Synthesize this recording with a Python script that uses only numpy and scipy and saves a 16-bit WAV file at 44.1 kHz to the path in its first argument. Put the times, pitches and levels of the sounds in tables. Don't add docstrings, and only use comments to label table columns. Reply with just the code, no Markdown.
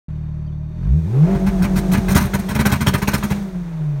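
import sys
import numpy as np
from scipy import signal
from scipy.fft import rfft, irfft
from scipy.io import wavfile
from scipy.ndimage import uniform_filter1d

SR = 44100
rng = np.random.default_rng(int(sys.argv[2]) if len(sys.argv) > 2 else 0)


def output_pcm(signal):
    pcm = np.clip(np.atleast_2d(signal).T, -1, 1) * 32767
    wavfile.write(sys.argv[1], SR, np.round(pcm).astype(np.int16))


N = 176400
T = np.arange(N) / SR

# time_s, firing_hz
FIRING_RATE = [(0, 38.02), (.66, 37.58), (.8, 41.93), (.845, 48.26), (.9, 63.5), (.95, 76.2), (.99, 83.6),
               (1.035, 75.6), (1.092, 104.2), (1.166, 135.5), (1.21, 153.3), (1.3, 191.6), (1.35, 195.7),
               (1.44, 186.4), (1.5, 197.3), (1.61, 183.5), (1.66, 196.7), (1.75, 184), (1.8, 196),
               (1.91, 183.2), (1.97, 195.1), (2.08, 183.7), (2.2, 197.9), (2.36, 197.1), (2.47, 187),
               (2.6, 203), (3.0, 197.7), (3.37, 203.1), (3.5, 187.2), (3.75, 161.2), (4, 136.7)]
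# time_s, level_db
EXHAUST_LEVEL = [(0, -30), (.64, -30.5), (.72, -33.5), (.81, -27), (.86, -23), (.92, -18.5), (.98, -15.5),
                 (1.02, -23), (1.12, -16.5), (1.18, -11.5), (1.24, -10.5), (1.265, -13), (1.31, -5.5),
                 (1.39, -11), (1.46, -7), (1.55, -9.5), (1.62, -7), (1.69, -11.5), (1.75, -7), (1.85, -12),
                 (1.93, -7.5), (2.05, -14), (2.18, -3.5), (2.3, -17.5), (2.45, -16.5), (2.7, -8),
                 (3.0, -20.5), (3.38, -13.5), (3.48, -20), (3.51, -29), (3.55, -17), (3.66, -23),
                 (3.8, -22.5), (3.92, -21.5), (4, -22.5)]
# frequency_hz, gain_db
PIPE_EQ = [(15, -51), (38, -4.5), (60, 10), (76, -1), (114, -4), (150, 3), (190, -8.5), (208, -7),
           (230, -30.5), (300, -27.5), (380, -25), (560, -38), (750, -34), (1500, -64), (3000, -59.5)]
# time_s, rasp_db, rush_db
EFFORT_LEVELS = [(0, -58, -50.5), (.65, -54.5, -57), (.85, -51, -47), (1.03, -49, -48), (1.15, -35, -41.5),
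                 (1.32, -27.5, -33.5), (1.42, -33, -37.5), (2.1, -32, -35), (2.45, -43, -36.5),
                 (3.35, -40, -36), (3.5, -49, -42.5), (3.65, -51, -43.5), (4, -46, -46.5)]
# frequency_hz, gain_db
RASP_EQ = [(90, -28.5), (140, -11), (230, -11.5), (290, 1), (340, 4), (450, -6.5), (560, -10), (680, -11),
           (800, -8.5), (1200, -19), (2500, -27)]
# firing_multiple, level_db
DRONE_OVERTONES = [(2, -2), (3, 1), (3.57, -4.5), (4, -18), (5, -16)]
# frequency_hz, gain_db
PANEL_EQ = [(150, -21), (290, 3), (390, 5), (470, 1), (560, -9), (690, 0.5), (800, -17), (1100, -2)]
# time_s, level_db
DRONE_LEVEL = [(0, -55), (.8, -60), (1.03, -50), (1.1, -40.5), (1.17, -27), (1.22, -37), (1.29, -23.5),
               (1.45, -30), (1.65, -30), (2.1, -30.5), (2.45, -36.5), (3.4, -41), (3.56, -40), (3.7, -50.5),
               (4, -49)]
# time_s, level_db
SHAKE_LEVEL = [(0, -62), (1.1, -42.5), (1.3, -25), (1.4, -23.5), (2.25, -24), (2.45, -33), (3.35, -35),
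               (3.6, -38), (4, -36)]
# start_s, length_s, bang_db, crackle_db, boom_db
BACKFIRES = [(1.342, 0.023, -38.5, -52, -16.5), (1.46, 0.03, -33, -41, -20),
             (1.617, 0.017, -32.5, -36.5, -16), (1.635, 0.018, -28, -35, -14.5),
             (1.754, 0.038, -30.5, -33, -17.5), (1.912, 0.024, -29.5, -31, -23.5),
             (1.934, .02, -23.5, -33, -16), (1.966, 0.018, -30.5, -36, -11),
             (2.079, 0.053, -29.5, -31.5, -18), (2.144, 0.019, -19, -23.5, -5),
             (2.157, 0.029, -21.5, -25.5, -14), (2.195, .032, -29.5, -33, -19),
             (2.232, 0.036, -34.5, -39, -16.5), (2.332, 0.022, -25.5, -31, -14),
             (2.385, 0.017, -34.5, -35.5, -20.5), (2.483, 0.038, -30.5, -36, -21.5),
             (2.544, 0.023, -26.5, -31.5, -14.5), (2.586, .028, -23.5, -29.5, -11),
             (2.649, 0.022, -20, -24.5, -13.5), (2.689, 0.015, -28.5, -32, -22),
             (2.712, 0.026, -21, -28, -10.5), (2.749, 0.018, -37.5, -38, -17),
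             (2.803, .024, -25.5, -30.5, -13.5), (2.861, 0.028, -22, -25, -9.5),
             (2.931, 0.024, -21.5, -29, -12.5), (2.973, .015, -37.5, -36.5, -22),
             (3.015, 0.016, -25.5, -31, -16.5), (3.071, 0.016, -21.5, -23.5, -14.5),
             (3.11, 0.013, -32, -37, -25), (3.13, 0.023, -22, -26, -13), (3.174, 0.0088, -32, -34, -18),
             (3.228, .023, -30, -33.5, -17.5), (3.298, 0.025, -28, -34, -15), (3.363, .015, -45, -62, -27)]
# frequency_hz, gain_db
BANG_EQ = [(160, -11), (260, -0.5), (380, 1.5), (480, -7), (590, -2), (680, -5.5), (800, -6.5), (990, 4),
           (1150, -4.5), (1300, -2.5), (1530, -1), (1750, -5.5), (2050, -5), (2300, -6.5), (2550, -8.5),
           (2800, -14.5), (3100, -12), (3500, -18.5), (4200, -16), (5200, -29)]
# pitch_hz, level_db, decay_s
CABIN_MODES = [(51, -13.5, 0.0075), (78, -2, 0.017), (136.62, 0.5, 0.016), (206.3, 1, 0.018)]
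# start_s, ring_hz, level_db
SHOCK_FRONTS = [(2.157, 1977, -12), (2.336, 1870, -41), (2.655, 1600, -12), (2.713, 1270, -27),
                (2.869, 3164, -11), (2.937, 3340, -15.5), (3.074, 2369, -20), (3.134, 1480, -17.5),
                (3.227, 1260, -16.5)]
# frequency_hz, gain_db
CRACKLE_EQ = [(2350, -35), (4000, 0), (4310, -4), (4900, -6.5), (5410, -0.5), (6290, -2.5), (7230, -3.5),
              (7660, -10.5), (8260, -2.5), (9440, -2), (10500, -11), (11700, -1), (13600, -9),
              (15100, -4.5), (16000, -8)]
# frequency_hz, gain_db
RUSH_EQ = [(220, -14.5), (350, 1.5), (500, -4), (700, -7.5), (900, -6), (1200, -9), (1600, -10.5),
           (2300, -15), (2900, -20), (4000, -26.5), (7000, -32), (16000, -47)]
# time_s, level_db
INTAKE_LEVEL = [(0, -81.5), (.6, -80), (.75, -75), (.95, -61), (1.05, -58.5), (1.3, -51), (2.1, -45.5),
                (2.45, -47), (3.35, -44.5), (3.48, -54.5), (3.55, -58.5), (4, -63.5)]
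# frequency_hz, gain_db
INTAKE_EQ = [(2800, -19.5), (3400, 0), (3750, -2), (4100, -1.5), (4500, -5), (5100, -5), (6000, -1.5),
             (6800, -3), (7600, -9), (8800, -4), (9500, -10), (10500, -14.5), (12000, -7.5), (14000, -14.5),
             (16000, -11)]
# frequency_hz, gain_db
FAN_EQ = [(120, -9.5), (350, 4), (500, -12.5), (610, 5), (720, -6), (1000, -3.5), (1500, -14.5),
          (2000, -18), (2500, -26.5), (2900, -33), (5000, -32), (8000, -39), (16000, -36)]
# pitch_hz, width_hz, level_db
WHINE_BANDS = [(616.3, 21, -60.5), (2450, 78, -75), (3690, 240, -74), (4430, 200, -77.5),
               (5980, 360, -78.5)]
# start_s, length_s, from_hz, to_hz, level_db
BIRD_NOTES = [(0.459, 0.016, 4900, 4270, -57), (0.469, .03, 3280, 2930, -59),
              (0.518, 0.029, 3370, 3600, -62)]


def exhaust(firing_hz, firings, dip_db=12, roughness=0.27, corner_harmonic=5.8):
    pulses = sum(np.cos(2 * np.pi * k * firings) / np.hypot(1, (k / corner_harmonic) ** 4)
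                 for k in range(1, 16))
    uneven = 1 + roughness * (firing_hz / firing_hz.max()) ** 2 * wander(52)
    level = amp(curve(EXHAUST_LEVEL) - dip_db * firing_pauses())
    return np.sqrt(2) * colour(pulses * level * uneven, PIPE_EQ)


def rasp(firing_hz, firings, waver_db=3, trim_db=-7):
    multiples = [k / 4 for k in range(3, 41) if k % 4]
    partials = sum(amp(eq_db(RASP_EQ, k * firing_hz) + waver_db * wander(12))
                   * np.cos(2 * np.pi * (k * firings + rng.random())) for k in multiples)
    return partials * amp(curve(EFFORT_LEVELS) + trim_db)


def panel_drone(firing_hz, firings, waver_db=2.2, dip_db=6):
    partials = sum(amp(db + eq_db(PANEL_EQ, k * firing_hz) + waver_db * wander(18))
                   * np.cos(2 * np.pi * k * firings) for k, db in DRONE_OVERTONES)
    return partials * amp(curve(DRONE_LEVEL) - dip_db * firing_pauses())


def block_shake(firings, flutter_db=3):
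    return np.sin(2 * np.pi * firings / 4) * amp(curve(SHAKE_LEVEL) + flutter_db * wander(38))


def firing_pauses(delay_s=0.017, width_s=0.012):
    return np.max([np.exp(-((T - start - length - delay_s) / width_s) ** 2)
                   for start, length, *_ in BACKFIRES], axis=0)


def bangs(firings, grain_db=2.5, sag_db=4, trim_db=1):
    envelope = np.zeros(N)
    for start, length, db, _, _ in BACKFIRES:
        fuel_left = 1 - np.clip((T - start) / length, 0, 1)
        envelope += amp(db + sag_db * fuel_left) * burst(T - start, length, rise_s=0.005, fall_s=0.0073)
    gas = rng.standard_normal(N) * amp(grain_db * wander(740)) * throb(firings, depth=0.29)
    roar = colour(gas * envelope, BANG_EQ) / np.std(colour(gas, BANG_EQ))
    return cabin(roar, wet_db=5.5, t60_s=0.08) * amp(trim_db)


def booms(hold_share=0.84, pitch_scatter=0.048, rise_s=0.018, trim_db=-1):
    out, t = np.zeros(N), np.arange(SR // 4) / SR
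    for start, length, _, _, db in BACKFIRES:
        for hz, mode_db, decay_s in CABIN_MODES:
            detune = 1 + pitch_scatter * rng.standard_normal()
            envelope = amp(db + mode_db) * burst(t, hold_share * length, rise_s, decay_s)
            add(out, start, envelope * np.sin(2 * np.pi * hz * detune * t))
    return out * amp(trim_db)


def cracks(ring_db=12, ring_width_hz=350, lowpass_hz=4200):
    out, t = np.zeros(N), np.arange(2048) / SR
    hz = np.fft.rfftfreq(len(t), 1 / SR)
    envelope = burst(t, length_s=0.00072, rise_s=0.0009, fall_s=0.0033)
    for start, ring_hz, db in SHOCK_FRONTS:
        peak_db = ring_db * np.exp(-((hz - ring_hz) / ring_width_hz) ** 2)
        spectrum = amp(eq_db(BANG_EQ, hz) / 2 + peak_db) / np.hypot(1, (hz / lowpass_hz) ** 3)
        snap = unit(irfft(spectrum * np.exp(2j * np.pi * rng.random(len(hz)))))
        add(out, start, amp(db) * snap * envelope)
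    return cabin(out, wet_db=3.5, t60_s=0.12)


def crackle(lag_s=0.003, grain_db=4):
    out, t = np.zeros(N), np.arange(4096) / SR
    shocks = rng.standard_normal(N) * amp(grain_db * wander(1800))
    for start, length, _, db, _ in BACKFIRES:
        envelope = burst(t, length - lag_s, rise_s=0.0054, fall_s=0.0057)
        grains = shocks[int(start * SR):][:len(t)] * envelope
        add(out, start + lag_s, amp(db) * tint(grains, ripple_db=2, width_hz=450))
    sizzle = colour(out, CRACKLE_EQ) / np.std(colour(shocks, CRACKLE_EQ))
    return cabin(sizzle, wet_db=-5.5, t60_s=0.059)


def gas_rush(firings, flutter_db=0.96, trim_db=-1):
    gas = rng.standard_normal(N) * throb(firings, depth=0.15) * amp(flutter_db * wander(50))
    return unit(colour(gas, RUSH_EQ)) * amp(curve(EFFORT_LEVELS, column=2) + trim_db)


def intake(firings):
    air = rng.standard_normal(N) * throb(firings, depth=0.1)
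    return unit(colour(air, INTAKE_EQ)) * amp(curve(INTAKE_LEVEL))


def fan_air(level_db=-55):
    return amp(level_db) * unit(colour(rng.standard_normal(N), FAN_EQ))


def whines(throttle_open_s=0.67, swell_s=0.12, swell_db=6):
    out, hz = np.zeros(N), np.fft.rfftfreq(N, 1 / SR)
    for pitch_hz, width_hz, db in WHINE_BANDS:
        resonance = 1 / (1 + ((hz - pitch_hz) / (width_hz / 2)) ** 2)
        out += amp(db) * unit(irfft(rfft(rng.standard_normal(N)) * resonance, N))
    return out * amp(swell_db * np.clip((T - throttle_open_s) / swell_s, 0, 1))


def bird():
    out = np.zeros(N)
    for start, length, from_hz, to_hz, db in BIRD_NOTES:
        hz = np.linspace(from_hz, to_hz, int(length * SR))
        add(out, start, amp(db) * np.hanning(len(hz)) * np.sin(2 * np.pi * np.cumsum(hz) / SR))
    return cabin(out, wet_db=-1, t60_s=0.14)


def cabin(x, wet_db, t60_s, echoes_per_s=3000):
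    t = np.arange(8192) / SR
    echoes = rng.standard_normal(len(t)) * (rng.random(len(t)) < echoes_per_s / SR)
    echoes *= amp(-60 * t / t60_s)
    comb = 1 + rfft(amp(wet_db) * echoes / np.linalg.norm(echoes))
    comb /= np.sqrt(uniform_filter1d(abs(comb) ** 2, size=45))
    return signal.fftconvolve(x, irfft(comb)[:len(t) // 2])[:N]


def amp(db):
    return 10 ** (np.asarray(db) / 20)


def unit(x):
    return x / np.sqrt(np.mean(x ** 2) + 1e-20)


def curve(table, column=1):
    rows = np.array(table)
    return np.interp(T, rows[:, 0], rows[:, column])


def eq_db(eq, hz):
    points_hz, db = np.transpose(eq)
    return np.interp(np.log(hz + 1), np.log(points_hz + 1), db)


def colour(x, eq):
    hz = abs(np.fft.fftfreq(8192, 1 / SR))
    octaves_above = np.log2(np.maximum(hz / eq[-1][0], 1))
    octaves_below = np.log2(np.maximum(eq[0][0] / (hz + 1), 1))
    db = eq_db(eq, hz) - 40 * octaves_above - 24 * octaves_below
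    log_gain = np.log(amp(np.maximum(db, -100)))
    taps = np.fft.ifft(np.exp(signal.hilbert(log_gain).conj())).real[:4096]
    return signal.fftconvolve(x, taps)[:N]


def tint(x, ripple_db, width_hz):
    spectrum = rfft(x)
    bins = max(int(width_hz * len(x) / SR), 1)
    ripple = unit(uniform_filter1d(rng.standard_normal(len(spectrum)), bins))
    return irfft(spectrum * amp(ripple_db * ripple), len(x))


def wander(rate_hz):
    lowpass = np.exp(-(np.fft.rfftfreq(N, 1 / SR) / rate_hz) ** 2)
    return unit(irfft(rfft(rng.standard_normal(N)) * lowpass, N))


def throb(firings, depth):
    return 1 + depth * np.cos(2 * np.pi * firings)


def burst(t, length_s, rise_s, fall_s):
    return np.clip(t / rise_s, 0, 1) * np.exp(-np.maximum(t - length_s, 0) / fall_s)


def add(mix, start_s, sound):
    part = mix[round(start_s * SR):][:len(sound)]
    part += sound[:len(part)]


def scene():
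    firing_hz = curve(FIRING_RATE) * (1 + 0.0031 * wander(14.2))
    firings = np.cumsum(firing_hz) / SR
    engine = exhaust(firing_hz, firings) + rasp(firing_hz, firings)
    body = panel_drone(firing_hz, firings) + block_shake(firings)
    air = gas_rush(firings) + fan_air() + intake(firings) + whines()
    backfires = bangs(firings) + cracks() + crackle() + booms()
    return (engine + body + air + backfires + bird())[None]


def record(dry, ceiling=0.8, start_s=0.083, fade_s=0.003, lowpass_hz=16000):
    rounded = dry / (1 + (dry / ceiling) ** 4) ** 0.25
    fade_in = np.clip((T - start_s) / fade_s, 0, 1)
    lowpass = signal.firwin(511, lowpass_hz, window=("kaiser", 9), fs=SR)
    return signal.oaconvolve(rounded * fade_in, lowpass[None], "same")


dry = scene()
out = record(dry)
output_pcm(out)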